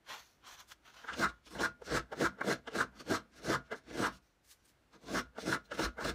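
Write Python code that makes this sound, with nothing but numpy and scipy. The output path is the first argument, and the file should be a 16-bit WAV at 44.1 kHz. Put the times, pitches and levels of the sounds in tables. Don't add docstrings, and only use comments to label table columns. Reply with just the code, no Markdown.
import sys
import numpy as np
from scipy import signal
from scipy.fft import rfft, irfft
from scipy.io import wavfile
from scipy.ndimage import uniform_filter1d

SR = 44100
rng = np.random.default_rng(int(sys.argv[2]) if len(sys.argv) > 2 else 0)


def natural_amplitude(level_db):
    exponent = np.asarray(level_db, float) / 20
    return 10 ** exponent


def log_audio(samples):
    frames = np.atleast_2d(samples).T
    limited = np.clip(frames, -1, 1)
    pcm = np.round(limited * 32767).astype(np.int16)
    wavfile.write(sys.argv[1], SR, pcm)


N = 270774
STEP = 20

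# edge bites in seconds, time in the wood in seconds, run-up in seconds per 20 dB,
# plate bending in dB, blade chatter in dB.
CUTS = [(1.192, 0.053, 0.05, -35.5, -27.5), (1.603, 0.047, -0.017, -32.5, -33),
        (1.943, 0.033, 0.0638, -34, -32.5), (2.215, 0.044, .05, -30.5, -32.5),
        (2.476, 0.054, 0.0468, -30.5, -38), (2.758, 0.059, 0.03, -35, -34),
        (3.106, 0.053, .045, -31.5, -32.5), (3.499, 0.047, 0.0651, -30.5, -31),
        (3.992, 0.077, .09, -36.5, -34), (5.135, 0.057, 0.07, -34, -35), (5.475, 0.069, 0.0519, -34.5, -35),
        (5.796, 0.056, 0.04, -36.5, -39), (6.043, 0.055, -0.0155, -37.5, -42)]
# favoured bending in Hz, chatter in the run-up in Hz,
# chatter at the exit in Hz, fibre hiss in dB, chatter at the bite in dB.
PLACES = [(343, 1400, 1320, -44, -48), (352, 830, 1300, -44, -43.5), (396, 1600, 1540, -43.5, -41),
          (320, 1800, 1420, -44, -41), (370, 2100, 1660, -45.5, -41.5), (382, 1490, 1310, -45.5, -43.5),
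          (341, 1400, 1300, -44.5, -44), (373, 1500, 1170, -44, -40), (310, 2150, 1000, -46, -47),
          (308, 940, 1430, -45, -47), (326, 1700, 1450, -45.5, -47.5), (326, 1520, 1420, -44, -39.5),
          (348, 1200, 1430, -46, -47)]
# start in seconds, length in seconds, plate in dB, hiss in dB,
# treble of the hiss in dB.
GLIDES = [(1.08, 0.051, -59.5, -63, -31), (1.291, 0.0058, -66, -56.5, -15), (1.464, .015, -68, -58.5, -7.5),
          (1.51, 0.028, -65, -64.5, 2), (1.545, 0.042, -49.5, -61.5, -1), (1.857, 0.018, -65, -61.5, -1),
          (1.906, .015, -48.5, -57, -19.5), (2.962, 0.042, -61, -70, -2.5),
          (3.005, 0.0054, -64, -55.5, -3.5), (3.328, .015, -84, -71, -17), (3.367, 0.022, -63, -65.5, -0.5),
          (3.449, 0.015, -68, -61, 6), (3.655, 0.027, -84, -72, -21), (3.759, 0.024, -62.5, -68, 2),
          (3.897, 0.0088, -60.5, -61.5, -31), (4.129, 0.043, -75, -70.5, 5.5),
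          (4.934, 0.017, -68, -69, -8.5), (4.959, 0.0041, -66, -76.5, -5), (5.031, 0.0067, -72, -78, 4),
          (5.073, 0.022, -59, -60.5, -28), (5.4, 0.025, -60, -56, -2), (5.657, 0.0043, -93, -78.5, 9),
          (5.741, 0.013, -58, -55.5, -6), (6.013, 0.036, -46.5, -53, -3.5)]
# time in
# seconds, # knock in dB, chatter in dB, click in dB, contact in seconds.
LANDINGS = [(0.713, -70, -41.5, -43, 0.004), (1.04, -44, -38.5, -70, 0.0065),
            (1.088, -71.5, -30, -44, 0.019), (1.133, -45.5, -33, -36.5, 0.0082),
            (1.464, -55, -62, -64, 0.0083), (1.592, -30, -34, -36, 0.01), (1.816, -34.5, -46, -63.5, 0.004),
            (2.123, -30, -31, -45.5, 0.0096), (2.206, -22, -47, -40, 0.012), (2.386, -52, -50, -62, 0.0077),
            (2.408, -25, -21.5, -44, 0.0047), (2.674, -34.5, -34, -41.5, 0.0097),
            (2.734, -36.5, -48, -45, 0.0088), (2.714, -46, -52, -52, 0.01),
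            (2.928, -55.5, -58, -74.5, 0.014), (5.358, -52, -51, -62.5, .008),
            (2.452, -54, -50, -52, 0.0065), (3.72, -28, -27, -42, 0.013), (4.041, -32, -23, -36, 0.018),
            (5.379, -30, -31.5, -45.5, 0.0065), (5.715, -32.5, -31.5, -40, 0.0098),
            (5.79, -23, -28, -34, 0.0057), (5.983, -34, -36, -58, 0.014), (6.003, -29, -26, -63, 0.0031)]
# pitch in Hz, width in Hz, level in dB.
BENDING = [(97, 13, -3.5), (136.4, 10.8, 4), (194.5, 19.7, 2), (249.5, 26, -3.5), (328.4, 31.4, -5),
           (395, 30, -8), (451.6, 46, -5), (502.5, 29, -2.5), (569, 44, -5), (656, 32, -2), (713, 57, -7)]
# pitch in Hz, width in Hz, level in dB.
CHATTER = [(836, 136, -7), (1008, 87, -2.5), (1093, 52, 0.5), (1242, 106, -0.5), (1316, 86, 1.5),
           (1436, 87, -6), (1490, 25, -16), (1512, 103, -1.5), (1647, 116, 0), (1766, 93, -3),
           (2035, 120, -5.5), (2319, 40, -9)]
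# pitch in Hz, width in Hz, level in dB.
AFTER_RING = [(1425, 10, -1)]
# pitch in Hz, width in Hz, level in dB.
METAL_RINGS = [(2840, 110, 2), (3530, 110, 3), (4150, 120, -3), (5450, 150, -1), (6350, 130, -1),
               (8480, 120, -1)]
# pitch in Hz, level in dB per Hz.
FIBRES = [(1290, -18.5), (2200, -2.5), (3210, -5.5), (4030, -2.5), (4950, -5), (5640, -3), (7950, -9.5),
          (8770, -10.5), (12500, -17.5), (15600, -17.5)]
# pitch in Hz, width in Hz, level in dB.
KNOCK = [(252, 63, -7), (335, 70, -10), (447, 76, -2), (650, 100, -6), (850, 120, -11)]
# pitch in Hz, level in dB per Hz.
CLICK = [(1060, -28.5), (1800, -1), (2490, 0.5), (2900, 7.5), (4090, -2.5), (5130, -3.5), (8500, -13),
         (15600, -51)]
# time in seconds, level in dB.
SHOVES = [(.17, -84), (.58, -70), (1.152, -57), (1.27, -54), (1.59, -55), (1.69, -79), (1.95, -47.5),
          (2.25, -56), (2.52, -62), (2.8, -59.5), (3.1, -55), (3.46, -56.5), (3.56, -61), (3.96, -55),
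          (4.1, -56), (5.17, -49), (5.48, -55), (5.84, -43), (6.1, -45)]
# start in seconds, length in seconds, fade in seconds per 20 dB,
# rustle in dB, crisp top in dB.
HAND = [(0.096, 0.043, 0.1, -46.5, -55), (0.188, 0.016, 0.05, -74, -65), (.25, 0.081, .08, -93, -73.5),
        (0.443, 0.011, 0.12, -64, -93), (0.47, 0.077, 0.03, -57.5, -59.5), (0.63, 0.017, 0.5, -88, -87),
        (0.597, 0.0086, 0.0351, -55, -57), (0.717, 0.005, 0.02, -55, -56.5),
        (0.858, 0.046, 0.03, -61, -70.5), (0.945, 0.0066, -0.36, -64.5, -70),
        (0.966, 0.01, 0.37, -57.5, -67.5), (4.23, 0.015, 0.2, -86, -79), (4.599, .006, 0.4, -81.5, -84.5)]
# pitch in Hz, level in dB per Hz.
RUSTLE = [(59, -48), (100, -19), (124, -6.5), (161, -16), (489, -12.5), (1060, 1), (1150, -3), (1440, -1),
          (2350, -9.5), (3320, -7), (5000, -24), (6500, -49), (11000, -120)]
# pitch in Hz, level in dB per Hz.
CRISP = [(2060, -18), (3500, -10.5), (3870, -8), (4440, -1.5), (4930, -7.5), (5950, 1.5), (8490, -12),
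         (15600, -14)]
# start in seconds, length in seconds,
# fade in seconds per 20 dB, level in dB.
PICKS = [
    (0.689, 0.01, 0.04, -64),
    (4.448, 0.016, 0.1, -72),
    (4.485, 0.0089, 0.12, -70),
    (4.512, 0.016, 0.02, -60),
    (4.652, 0.016, 0, -73),
    (4.679, 0.021, .04, -70),
]
# pitch in Hz, level in dB per Hz.
PICKING = [(710, -26), (1200, -4), (1280, -15), (1410, -7), (1800, -1), (2260, -4), (6260, -0.5),
           (15600, -8.5)]
# time in seconds, pitch in Hz, level in dB.
TICKS = [
    (4.652, 8480, -65),
    (5.655, 4100, -63),
]
# pitch in Hz, level in dB per Hz.
SHOP = [(15, -44.5), (25, -19), (49, -6), (70, -21), (91, -12), (133, -13), (282, -14), (323, -13),
        (422, -17.5), (873, -21), (999, -23), (1420, -21), (15600, -44)]

SLIPS_PER_S, SLIP_SCATTER_DB, JUDDER_DB = 4400, 1.5, 1.8
PATCH_DB = 2.2
BEND_EXIT_DB, BEND_FALL_S, BEND_TAIL_DB, BEND_TAIL_S = -43.5, 0.039, -22.5, 0.11
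CHATTER_TOP_S, CHATTER_FALL_S, CHATTER_TAIL_DB, CHATTER_TAIL_S = 0.014, 0.032, -29, 0.12
HISS_GROWS_DB, HISS_FALL_S, TREBLE_HZ = 4, 0.043, 4420
GLIDE_RISE_S, GLIDE_FALL_S = 0.027, 0.022
BEND_TRAVEL, BITE_CHATTER_HZ, LIFT_BEND_HZ, LIFT_CHATTER_HZ, LIFT_S = 1.034, 1520, 190, 1280, 0.073
SWELL_DB, SWELL_RISE_S, SWELL_FALL_S = -16.5, 0.045, 0.06
TABLE_HZ, TABLE_WIDTH_HZ = 59, 16
ROCK_REST_DB, ROCK_HOLD_S, ROCK_RISE_S, ROCK_FALL_S = -81, 0.027, 0.1, 0.093
PICK_RISE_S = 0.023
SHOP_DB = -73.5
ROOM_T60_S, ROOM_DB = 0.21, -23.5


def plane():
    bend, chatter, hiss, treble = forces()
    bend_hz, chatter_hz = travel()
    on_wood = np.arange(N) > (GLIDES[0][0] - 2 * GLIDE_RISE_S) * SR
    grip = natural_amplitude(JUDDER_DB * walk(90))
    catch = catches(260, 0.3, 0.87)
    blade = (unit(slips(SLIPS_PER_S, SLIP_SCATTER_DB)) + 0.8 * catch) * grip ** 1.16 * on_wood
    sole = (catch + 0.77 * unit(slips(2500, 0.97))) * grip * on_wood
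    fibres = (unit(slips(18000, 0.35)) + 0.36 * catch) * grip ** 0.24 * on_wood
    fibres = patchy(fibres, PATCH_DB, 18)
    low_reach = coupling(BENDING, bend_hz, 0.21, 0.53)
    high_reach = coupling(CHATTER, chatter_hz, 0.2, 0.72)
    plate = driven(sole, bend, lambda x: ring(x, BENDING, low_reach))
    plate += driven(patchy(blade, PATCH_DB, 30), chatter, lambda x: ring(x, CHATTER, high_reach))
    tearing = driven(fibres, hiss, lambda x: colour(metal(x), FIBRES))
    top = signal.sosfilt(signal.butter(2, TREBLE_HZ, "high", fs=SR, output="sos"), tearing)
    low = signal.sosfilt(signal.butter(2, TREBLE_HZ, "low", fs=SR, output="sos"), tearing)
    return plate + ring(plate, AFTER_RING) + low - top * treble / hiss + landings()


def forces():
    out = 0
    for (s, hold, rise, bend_db, chatter_db), (*_, hiss_db, bite_db) in zip(CUTS, PLACES):
        bend = shape(s, hold, rise, BEND_FALL_S, bend_db, BEND_EXIT_DB)
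        bend_tail = shape(s, hold, rise, BEND_TAIL_S, bend_db + BEND_TAIL_DB)
        growing = shape(s, hold - CHATTER_TOP_S, 0.99 * rise, CHATTER_FALL_S, bite_db, chatter_db)
        scream = shape(s + hold - CHATTER_TOP_S, CHATTER_TOP_S, 0.01, CHATTER_FALL_S, chatter_db)
        chatter_tail = shape(s, hold, rise, CHATTER_TAIL_S, chatter_db + CHATTER_TAIL_DB)
        hiss = shape(s, hold, 1.23 * rise, HISS_FALL_S, hiss_db - HISS_GROWS_DB, hiss_db)
        treble = shape(s, hold, 0.89 * rise, 0.58 * HISS_FALL_S, hiss_db - HISS_GROWS_DB, hiss_db)
        chatter = np.maximum(growing, scream) + chatter_tail
        out = out + np.array([bend + bend_tail, chatter, hiss, treble])
    for s, hold, plate_db, hiss_db, treble_db in GLIDES:
        db = np.array([plate_db, plate_db - 0.7, hiss_db, hiss_db + treble_db])
        out = out + natural_amplitude(db)[:, None] * shape(s, hold, GLIDE_RISE_S, GLIDE_FALL_S, 0)
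    return full(out, 0.0092)


def travel():
    s, hold, rise = np.transpose(CUTS)[:3]
    bend, early, late = np.transpose(PLACES)[:3]
    at = np.transpose([s - rise, s, s + hold, s + hold + LIFT_S]).ravel()
    low = [bend * BEND_TRAVEL ** 2, bend * BEND_TRAVEL, bend, np.full_like(s, LIFT_BEND_HZ)]
    high = [early, np.full_like(s, BITE_CHATTER_HZ), late, (late + LIFT_CHATTER_HZ) / 2]
    t = np.arange(N) / SR
    return [np.interp(t, at, np.transpose(hz).ravel()) for hz in (low, high)]


def catches(per_s, jitter, scatter_db):
    chance = rng.standard_normal((N // 50, 2)).T
    at = np.cumsum(SR / per_s * np.exp(jitter * chance[0])).astype(int)
    force = np.zeros(N)
    force[at[at < N]] = natural_amplitude(scatter_db * chance[1])[at < N]
    return unit(force - force.mean())


def slips(per_s, scatter_db):
    happens = rng.random(N) < per_s / SR
    return happens * rng.standard_normal(N) * natural_amplitude(scatter_db * rng.exponential(size=N))


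def metal(x):
    return x + 0.5 * ring(x, METAL_RINGS, (-1) ** np.arange(len(METAL_RINGS)))


def landings():
    t = np.arange(0, N + STEP, STEP) / SR
    push = 0
    for s, knock_db, chatter_db, click_db, contact in LANDINGS:
        u = (t - s - 0.004) / np.clip(contact, 0.002, 0.03)
        press = np.exp(-np.where(u < 0, 1.32 * u ** 2, np.sqrt(1 + (1.52 * u) ** 2) - 1))
        faint_swell = shape(s, contact, SWELL_RISE_S, SWELL_FALL_S, SWELL_DB)
        push = push + natural_amplitude(np.array([[knock_db], [chatter_db], [click_db]]) - 11) * (press + faint_swell)
    knock_push, chatter_push, click_push = full(push, 0.001)
    scuff = slips(15000, 0.46)
    reach = coupling(CHATTER, 1470.0, 0.1, 1.0)
    knock = driven(scuff, knock_push, lambda x: ring(x, KNOCK))
    chatter = driven(scuff, chatter_push, lambda x: ring(x, CHATTER, reach))
    click = driven(scuff, click_push, lambda x: colour(metal(x), CLICK))
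    return knock + chatter + click


def table():
    shove = 0
    for s, db in SHOVES:
        shove = shove + shape(s - ROCK_HOLD_S / 2, ROCK_HOLD_S, ROCK_RISE_S, ROCK_FALL_S, db)
    gain = natural_amplitude(ROCK_REST_DB) + full(shove, 0.027)

    def rock(x):
        return ring(ring(x, [(TABLE_HZ, TABLE_WIDTH_HZ, 0)]), [(TABLE_HZ, 30, 0)])

    return driven(rng.standard_normal(N), gain, rock)


def hand():
    gain = 0
    for s, hold, fade, *db in HAND:
        gain = gain + natural_amplitude(np.array(db))[:, None] * shape(s, hold, 0.033, fade, 0)
    rustle, crisp = full(gain, 0.008)
    curls = patchy(slips(15000, 0.47), PATCH_DB, 21)
    return rustle * unit(colour(curls, RUSTLE)) + crisp * unit(colour(curls, CRISP))


def picking():
    gain = full(sum(shape(s, hold, PICK_RISE_S, fade, db) for s, hold, fade, db in PICKS), 0.0066)
    return gain * unit(colour(slips(12000, 0.8), PICKING))


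def ticks():
    t = np.arange(N) / SR
    out = 0
    for s, hz, db in TICKS:
        decay = (t > s) * np.exp(-abs(t - s) / 0.0084)
        out = out + natural_amplitude(db) * decay * np.sin(2 * np.pi * hz * t)
    return out


def shop():
    return natural_amplitude(SHOP_DB + 0.8 * walk(3)) * unit(colour(rng.standard_normal(N), SHOP))


def unit(x):
    return x / np.sqrt(np.mean(x ** 2))


def colour(x, points):
    hz, db = np.transpose(points)
    f = np.arange(N // 2 + 1) * SR / N + 1
    return irfft(rfft(x) * natural_amplitude(np.interp(np.log(f), np.log(hz), db, left=-90, right=-90)), N)


def ring(force, modes, reach=None):
    out = 0
    for k, (hz, width_hz, db) in enumerate(modes):
        push = force if reach is None else force * reach[k]
        b, a = signal.iirpeak(hz, hz / width_hz, SR)
        out = out + (-1) ** k * natural_amplitude(db) * signal.lfilter(b, a, push)
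    return out


def coupling(modes, favoured_hz, spread, rest):
    hz, width_hz, db = np.transpose(modes)[:, :, None]
    reach = rest + np.exp(-0.5 * (np.log(hz / favoured_hz) / spread) ** 2)
    power = natural_amplitude(db) ** 2 * width_hz
    return reach * np.sqrt(power.sum() / (power * reach ** 2).sum(axis=0))


def driven(source, gain, filt):
    return filt(source * gain) / np.sqrt(np.mean(filt(source) ** 2))


def patchy(x, depth_db, rate):
    spectrum = rfft(x)
    octave = np.log2(np.arange(N // 2 + 1) * SR / N + 1).clip(8)
    out = 0
    for centre in np.arange(8, 14.4, 1 / 8):
        share = np.clip(1 - 8 * abs(octave - centre), 0, 1)
        out = out + natural_amplitude(depth_db * walk(rate)) * irfft(spectrum * share, N)
    return out


def walk(rate):
    k = int(SR / rate)
    held = np.repeat(rng.standard_normal(N // k + 1), k)
    return unit(uniform_filter1d(uniform_filter1d(held, k), k)[:N])


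def shape(s, hold, rise, fall, db, end_db=None):
    t = np.arange(0, N + STEP, STEP) / SR
    hold, rise, fall = np.clip([hold, rise, fall], 0.001, None)
    along = np.clip((t - s) / hold, 0, 1) * (0 if end_db is None else end_db - db)
    before = 20 * np.clip(s - t, 0, None) / rise
    after = 20 * np.clip(t - s - hold, 0, None) / fall
    return natural_amplitude(db + along - before - after)


def full(control, round_s):
    return uniform_filter1d(np.repeat(control, STEP, axis=-1), max(int(round_s * SR), 1))[..., :N]


def scene():
    near = plane() + hand() + ticks()
    t = np.arange(SR // 2) / SR
    tail = rng.standard_normal(len(t)) * natural_amplitude(-60 * t / ROOM_T60_S) * (t > 0.004)
    tail = signal.lfilter([1], [1, -0.6], tail)
    room = signal.fftconvolve(near, tail / np.sqrt(np.sum(tail ** 2)))[:N]
    return (near + natural_amplitude(ROOM_DB) * room + table() + shop() + picking())[None]


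def band_limit(x):
    return signal.sosfilt(signal.butter(12, 15710, fs=SR, output="sos"), x)


def record(dry):
    soft = 0.3 * np.tanh(dry / 0.3)
    return band_limit(soft)


dry = scene()
out = record(dry)
log_audio(out)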